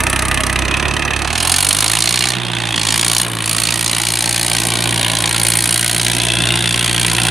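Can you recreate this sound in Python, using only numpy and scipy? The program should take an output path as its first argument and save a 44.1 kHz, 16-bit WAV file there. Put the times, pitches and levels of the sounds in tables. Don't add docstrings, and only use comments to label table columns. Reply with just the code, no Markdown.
import sys
import numpy as np
from scipy import signal
from scipy.fft import rfft, irfft, next_fast_len
from scipy.io import wavfile
from scipy.ndimage import uniform_filter1d

SR = 44100
rng = np.random.default_rng(int(sys.argv[2]) if len(sys.argv) > 2 else 0)


def invert_db(x):
    u = np.asarray(x, float) / 20
    return 10 ** u


def to_wav(s):
    ch = np.atleast_2d(s).T
    pcm = np.round(np.clip(ch, -1, 1) * 32767)
    wavfile.write(sys.argv[1], SR, pcm.astype(np.int16))


N = 321930
TIME = np.arange(N) / SR


def curves(rows):
    s, *columns = np.transpose(rows)
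    return [np.interp(TIME, s, c) for c in columns]


def levelled(x, size=6000):
    power = uniform_filter1d(uniform_filter1d((x ** 2).mean(0), size), size)
    return x / np.sqrt(abs(power) + 1e-12)


def coloured(x, points):
    hz, db = np.transpose(points)
    grid = abs(np.fft.fftfreq(8192, 1 / SR)) + 1
    gain_db = np.interp(np.log(grid), np.log(hz), db)
    log_gain = np.log(invert_db(np.maximum(gain_db, -100)))
    taps = np.fft.ifft(np.exp(np.conj(signal.hilbert(log_gain)))).real[:4096]
    return signal.oaconvolve(x, taps[None], axes=1)[:, :N]


def noise_pair(same):
    shared, left, right = rng.standard_normal((3, N))
    same = np.clip(same, 0, 1)
    return np.sqrt(same) * shared + np.sqrt(1 - same) * np.array([left, right])


def resonate(x, hz, width):
    turn = np.exp(2j * np.pi * np.cumsum(hz) / SR)
    r = np.exp(-np.pi * width / SR)
    smooth = signal.lfilter([1 - r], [1, -r], x / turn + 1e-18)
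    return 2 * (turn * smooth).real


# (t/s, facing 0 left, 1 ahead, 2 down)
FACING = [(0, 0), (1.1, 0), (1.5, 1), (2.3, 1), (2.42, 1.8), (2.75, 1.8), (2.88, 1), (6.08, 1), (6.3, 2),
          (6.68, 2), (6.9, 1.45), (7.3, 1.3)]
SHADE_DB = 9


def shade():
    facing, = curves(FACING)
    return invert_db(-SHADE_DB * np.clip(facing - 1, 0, 1) ** 2)


# (t/s, firing rate/Hz)
FIRING_RATE = [(0, 31.42), (.236, 32.96), (.595, 32.21), (.833, 35.71), (1.288, 35.51), (1.317, 39.14),
               (1.854, 54), (2.275, 62.96), (2.851, 54.41), (3.226, 60.99), (3.384, 55.39), (3.74, 57.69),
               (4.779, 58.71), (5.239, 56.59), (5.652, 58.37), (5.989, 59.12), (7.3, 58.93)]
FIRST_FIRING = -.2


def crank():
    rate, = curves(FIRING_RATE)
    return rate, np.cumsum(rate) / SR + FIRST_FIRING


ONSET_S = .0035
LUG_RATE_HZ, LUG_WIDTH_HZ, PUFF_LENGTH, LUG_LENGTH = 40.6, 9.9, 0.37, 1


def puffs(peak_ms, sharpness, tail_db, tail_ms, cylinder_db, scatter_db):
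    rate, turns = crank()
    turns = turns + ONSET_S * rate
    number = np.floor(turns).astype(int) + 2
    age_ms = turns % 1 / rate * 1000

    idle_firings = np.cumsum(rate < 40)[-1] * 34 / SR
    unevenness = np.where(np.arange(512) < idle_firings, 1.4, 1)
    scatter = scatter_db * unevenness * rng.standard_normal(512)
    strength = invert_db(np.roll(np.resize(cylinder_db, 512), 2) + scatter)

    lugging = np.exp(-((rate - LUG_RATE_HZ) / LUG_WIDTH_HZ) ** 2)
    length = np.clip(PUFF_LENGTH + LUG_LENGTH * lugging, .5, 2)

    def shape(age):
        u = age / peak_ms
        blow = (u * np.exp(1 - u)) ** np.where(u > 1, sharpness / length, sharpness)
        tail = invert_db(tail_db) * np.tanh(u) * np.exp(-age / tail_ms)
        return blow + tail

    newest = strength[number] * shape(age_ms)
    previous = strength[number - 1] * shape(age_ms + 1000 / rate)
    return levelled((newest + previous)[None], size=9000)


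def reflections(x):
    level_db, t60_s, size = -3.0, .035, 16000
    decay = invert_db(-60 * np.arange(4096) / SR / t60_s)
    dull = signal.butter(1, [300, 4000], "bandpass", fs=SR, output="sos")
    padded = np.pad(x, ((0, 0), (size, 2 * size)))
    out = np.zeros((2, N + 4 * size))
    for at in range(0, N + size, size):
        shared, left, right = rng.standard_normal((3, len(decay))) * decay / np.linalg.norm(decay)
        taps = signal.sosfilt(dull, 0.5 * shared + 0.32 * np.array([left, right]))
        faded = padded[:, at:at + 2 * size] * np.hanning(2 * size)
        echo = signal.fftconvolve(faded, taps, axes=1)
        out[:, at:at + echo.shape[1]] += echo
    return x + invert_db(level_db) * out[:, size:size + N]


# (f/Hz, width/Hz, level/dB)
RINGS_LEFT = [(352, 42, -3.5), (640, 41, -2), (1260, 93, 2.5), (1880, 230, 4), (2507, 125, 8.5),
              (2620, 26, 7), (2930, 53, -27), (6060, 170, 6.5), (7700, 300, -4)]
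RINGS_AHEAD = [(683, 85, -7.5), (1930, 86, -5), (2374, 420, -3.5), (2866, 89, -4), (3170, 580, -6),
               (4160, 710, 1.5), (6590, 1160, -2)]
RINGS_DOWN = [(1930, 100, -2), (2620, 140, 5), (3330, 270, 8.5), (4300, 200, -4), (6300, 360, -6)]
STOOP_S, STOOP_WIDTH_S, STOOP_RISE = 6.55, .15, .08


def tinwork(x):
    facing, = curves(FACING)
    shift = 1 + STOOP_RISE * np.exp(-((TIME - STOOP_S) / STOOP_WIDTH_S) ** 2)
    out = x.copy()
    for direction, rings in enumerate((RINGS_LEFT, RINGS_AHEAD, RINGS_DOWN)):
        share = np.clip(1 - abs(facing - direction), 0, 1)
        first, last = np.flatnonzero(share)[[0, -1]]
        heard = slice(first, last)
        part = (x.mean(0) * share)[heard]
        for hz, width, db in rings:
            out[:, heard] += invert_db(db) * resonate(part, hz * shift[heard], width)
    return out


# (t/s, f/Hz, depth 0-1)
BONNET = [
    (0, 1520, .4),
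    (3.6, 1600, .3),
    (5.6, 1160, .8),
    (7.3, 1180, .8),
]


def bonnet(x, width=240):
    hz, depth = curves(BONNET)
    swallowed = np.array([resonate(channel, hz, width) for channel in x])
    return x - depth * swallowed


# (f/Hz, level/dB per Hz)
DRAUGHT = [(2000, -30), (5000, -4), (10000, 0), (13000, -5), (16000, -12)]
DRAUGHT_DB = -48


def draught():
    hiss = levelled(coloured(noise_pair(1.0), DRAUGHT), size=N)
    return invert_db(DRAUGHT_DB) * shade() * hiss


# (multiple of firing rate, idle level/dB, working level/dB)
ORDERS = [(1, -10, -9), (1.75, -36, -45), (2, 4.5, 1), (2.25, -35, -21), (2.88, -32, -12), (3, -3, -5.5),
          (3.25, -19, -26), (4, -1.5, -16.5), (5, -8.5, -22), (5.76, -8.5, -8.5), (6, -25, -19.5),
          (6.25, -15, -37), (6.5, -31, -20), (7, -11, -21.5), (8, -7.5, -34), (10, -13, -20)]
# (t/s, throttle 0-1)
THROTTLE = [(0, 0.6), (.5, 0.47), (1.1, 0.24), (1.26, 0.32), (1.47, 0.97), (2.29, 0.85), (2.38, 0),
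            (2.66, 0.34), (2.9, 0.97), (3.21, 0.84), (3.26, 0), (3.4, 0), (3.49, 0.7), (4.6, 0.78),
            (4.85, 0.54), (5.32, .7), (5.47, 0.75), (7.3, 0.71)]
# (t/s, nearness to the block/dB, aim at the stack mouth/dB, left-right/dB)
HAND = [(0, 1.5, 0.5, -4), (.45, 0.5, -0.5, -5), (.8, 0.5, -9.5, -7), (1.25, -2.3, -6, -8),
        (1.6, 0, 2.5, -3.5), (2.3, -1, -4, -6.5), (2.9, -.5, -4.5, -3.5), (3.3, -1.3, 6, 0.2),
        (3.7, -1.5, -0.3, -6), (4.15, -2, 1, 0), (4.9, 2.5, 0.7, -1.5), (5.33, 1.5, 0.5, -.9),
        (5.45, 2.1, 5, -1), (5.8, -0.2, 3.5, -1), (6.15, 2, 0, -2), (6.45, 5.5, -2.5, 0.5),
        (6.75, 3, 0, -1.1), (7.3, 4.5, 0.8, -1)]
THUMP_DB, THUMP_NEAR, THUMP_SHUT_DB = -26.5, 1, 2.5
LOAD_DB, LOAD_KNEE = 22, 0.69


def thump():
    rate, turns = crank()
    working = np.clip((rate - 36) / 14, 0, 1)
    throttle, = curves(THROTTLE)
    load_db = np.clip(LOAD_DB * (throttle - LOAD_KNEE), -14, 3)
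    out = np.zeros((2, N))
    for k, idle_db, working_db in ORDERS:
        lead = 8 * np.arctan(45 / (k * rate)) - .44 * k
        waver = [np.interp(TIME, np.arange(200) / 25, w) for w in rng.standard_normal((3, 200))]
        wander = .07 * np.sqrt(k) * waver[0] + .3 * k ** .3 * np.array(waver[1:])
        angle = 2 * np.pi * k * turns + lead + wander
        db = idle_db + (working_db - idle_db) * working
        if k == 1:
            db = db + 0.52 * working * load_db
        flutter_db = 0.93 * (2 - working) * waver[0][::-1]
        out += invert_db(db + flutter_db) * np.cos(angle)
    near_db = curves(HAND)[0]
    level_db = THUMP_DB + THUMP_NEAR * near_db + THUMP_SHUT_DB * working * (1 - throttle)
    return invert_db(level_db) * out * invert_db([[-.6], [.6]])


# (f/Hz, level/dB per Hz)
CLATTER = [(12, -20), (20, -45), (70, -13), (114, -14.5), (185, -9.5), (217, -4), (338, -3), (467, -10),
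           (672, -7.5), (1050, -5), (1180, -7), (1880, -13.5), (2500, -16.5), (3250, -53), (5500, -120)]
CLATTER_DB, CLATTER_NEAR, CLATTER_IDLE_DB = -25.5, 1, 4.5


def block():
    struck = rng.random(N) < 140 / SR
    blows = invert_db(1.8 * rng.exponential(1, N).clip(0, 3)) * struck
    ticks = signal.lfilter([1], [1, -np.exp(-1 / (0.012 * SR))], blows)
    swell = 1.0 + .3 * ticks + puffs(2.2, 1.8, -5, 30, [1.2, -.8, .8, -1.2], scatter_db=2.5)
    clatter = levelled(coloured(noise_pair(0.67) * swell, CLATTER), size=N)
    idle = np.clip((50 - crank()[0]) / 14, 0, 1)
    level_db = CLATTER_DB + CLATTER_NEAR * curves(HAND)[0] + CLATTER_IDLE_DB * idle
    return invert_db(level_db) * clatter * invert_db([[-.3], [.3]])


# (upper edge f/Hz, time to peak/ms, sharpness, tail level/dB,
# tail/ms, level/dB of cylinders 1-4)
JET_BANDS = [
    (4120, 2.69, 0.93, -20, 125, 1.0, -2.5, 1.1, -2.3),
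    (8250, 3.04, 1.84, -24.5, 108, -1.6, 0.097, 0.41, 0.69),
    (10960, 2.85, 1.23, -24.5, 110, -1.6, 2.5, -1.9, 0.99),
    (20300, 3, 2.7, -45, 14, -.7, 0.86, -1.5, 0.99),
]
# (full-throttle level/dB, loss when shut/dB,
# dB per dB of aim, dB per dB of nearness)
JET_LAW = [
    (-19.5, 4.5, -0.08, 0.52),
    (-18.5, 16.5, 0.02, -0.18),
    (-17.5, 15.5, 0.94, 0.4),
    (-26.5, 19, 1.3, -0.2),
]
# (f/Hz, level/dB per Hz)
JET_COLOUR = [(410, -38), (700, -1.5), (1090, 1), (1250, -2.5), (1480, 3.5), (2050, 0.5), (3280, 3),
              (5400, -5.5), (7590, -8), (9230, 2.5), (11800, -7.5), (16000, -31)]


def stack():
    throttle, = curves(THROTTLE)
    near_db, aim_db, _ = curves(HAND)
    size = next_fast_len(N)
    turbulence = rfft(coloured(noise_pair(0.86), JET_COLOUR), size)
    octaves = np.log2(np.fft.rfftfreq(size, 1 / SR) + 1)
    below, out = 0, 0
    for (edge_hz, *shape), (full_db, shut_db, aim, near) in zip(JET_BANDS, JET_LAW):
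        under = .5 - .5 * np.tanh((octaves - np.log2(edge_hz)) / .22)
        band = levelled(irfft(turbulence * (under - below), size)[:, :N], size=N)
        db = full_db - shut_db * (1 - throttle) + aim * aim_db + near * near_db
        hidden = shade() if edge_hz > SR / 3 else 1
        out = out + invert_db(db) * hidden * band * puffs(*shape[:4], shape[4:], scatter_db=1.8)
        below = under
    return out


def pan(share):
    return invert_db(np.outer([.5, -.5], share * curves(HAND)[2]))


def scene():
    near = stack() * pan(0.98) + block() * pan(0.84)
    machine = invert_db(-4.5) * bonnet(reflections(tinwork(near)))
    return machine + thump() * pan(0.72) + draught()


def top_cut(x):
    return signal.sosfilt(signal.butter(12, 16490, fs=SR, output="sos"), x)


def record(dry):
    edge = signal.firwin(511, 15900, window=("kaiser", 9), fs=SR)
    limited = signal.oaconvolve(np.tanh(dry), edge[None], "same")
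    return top_cut(limited)


dry = scene()
out = record(dry)
to_wav(out)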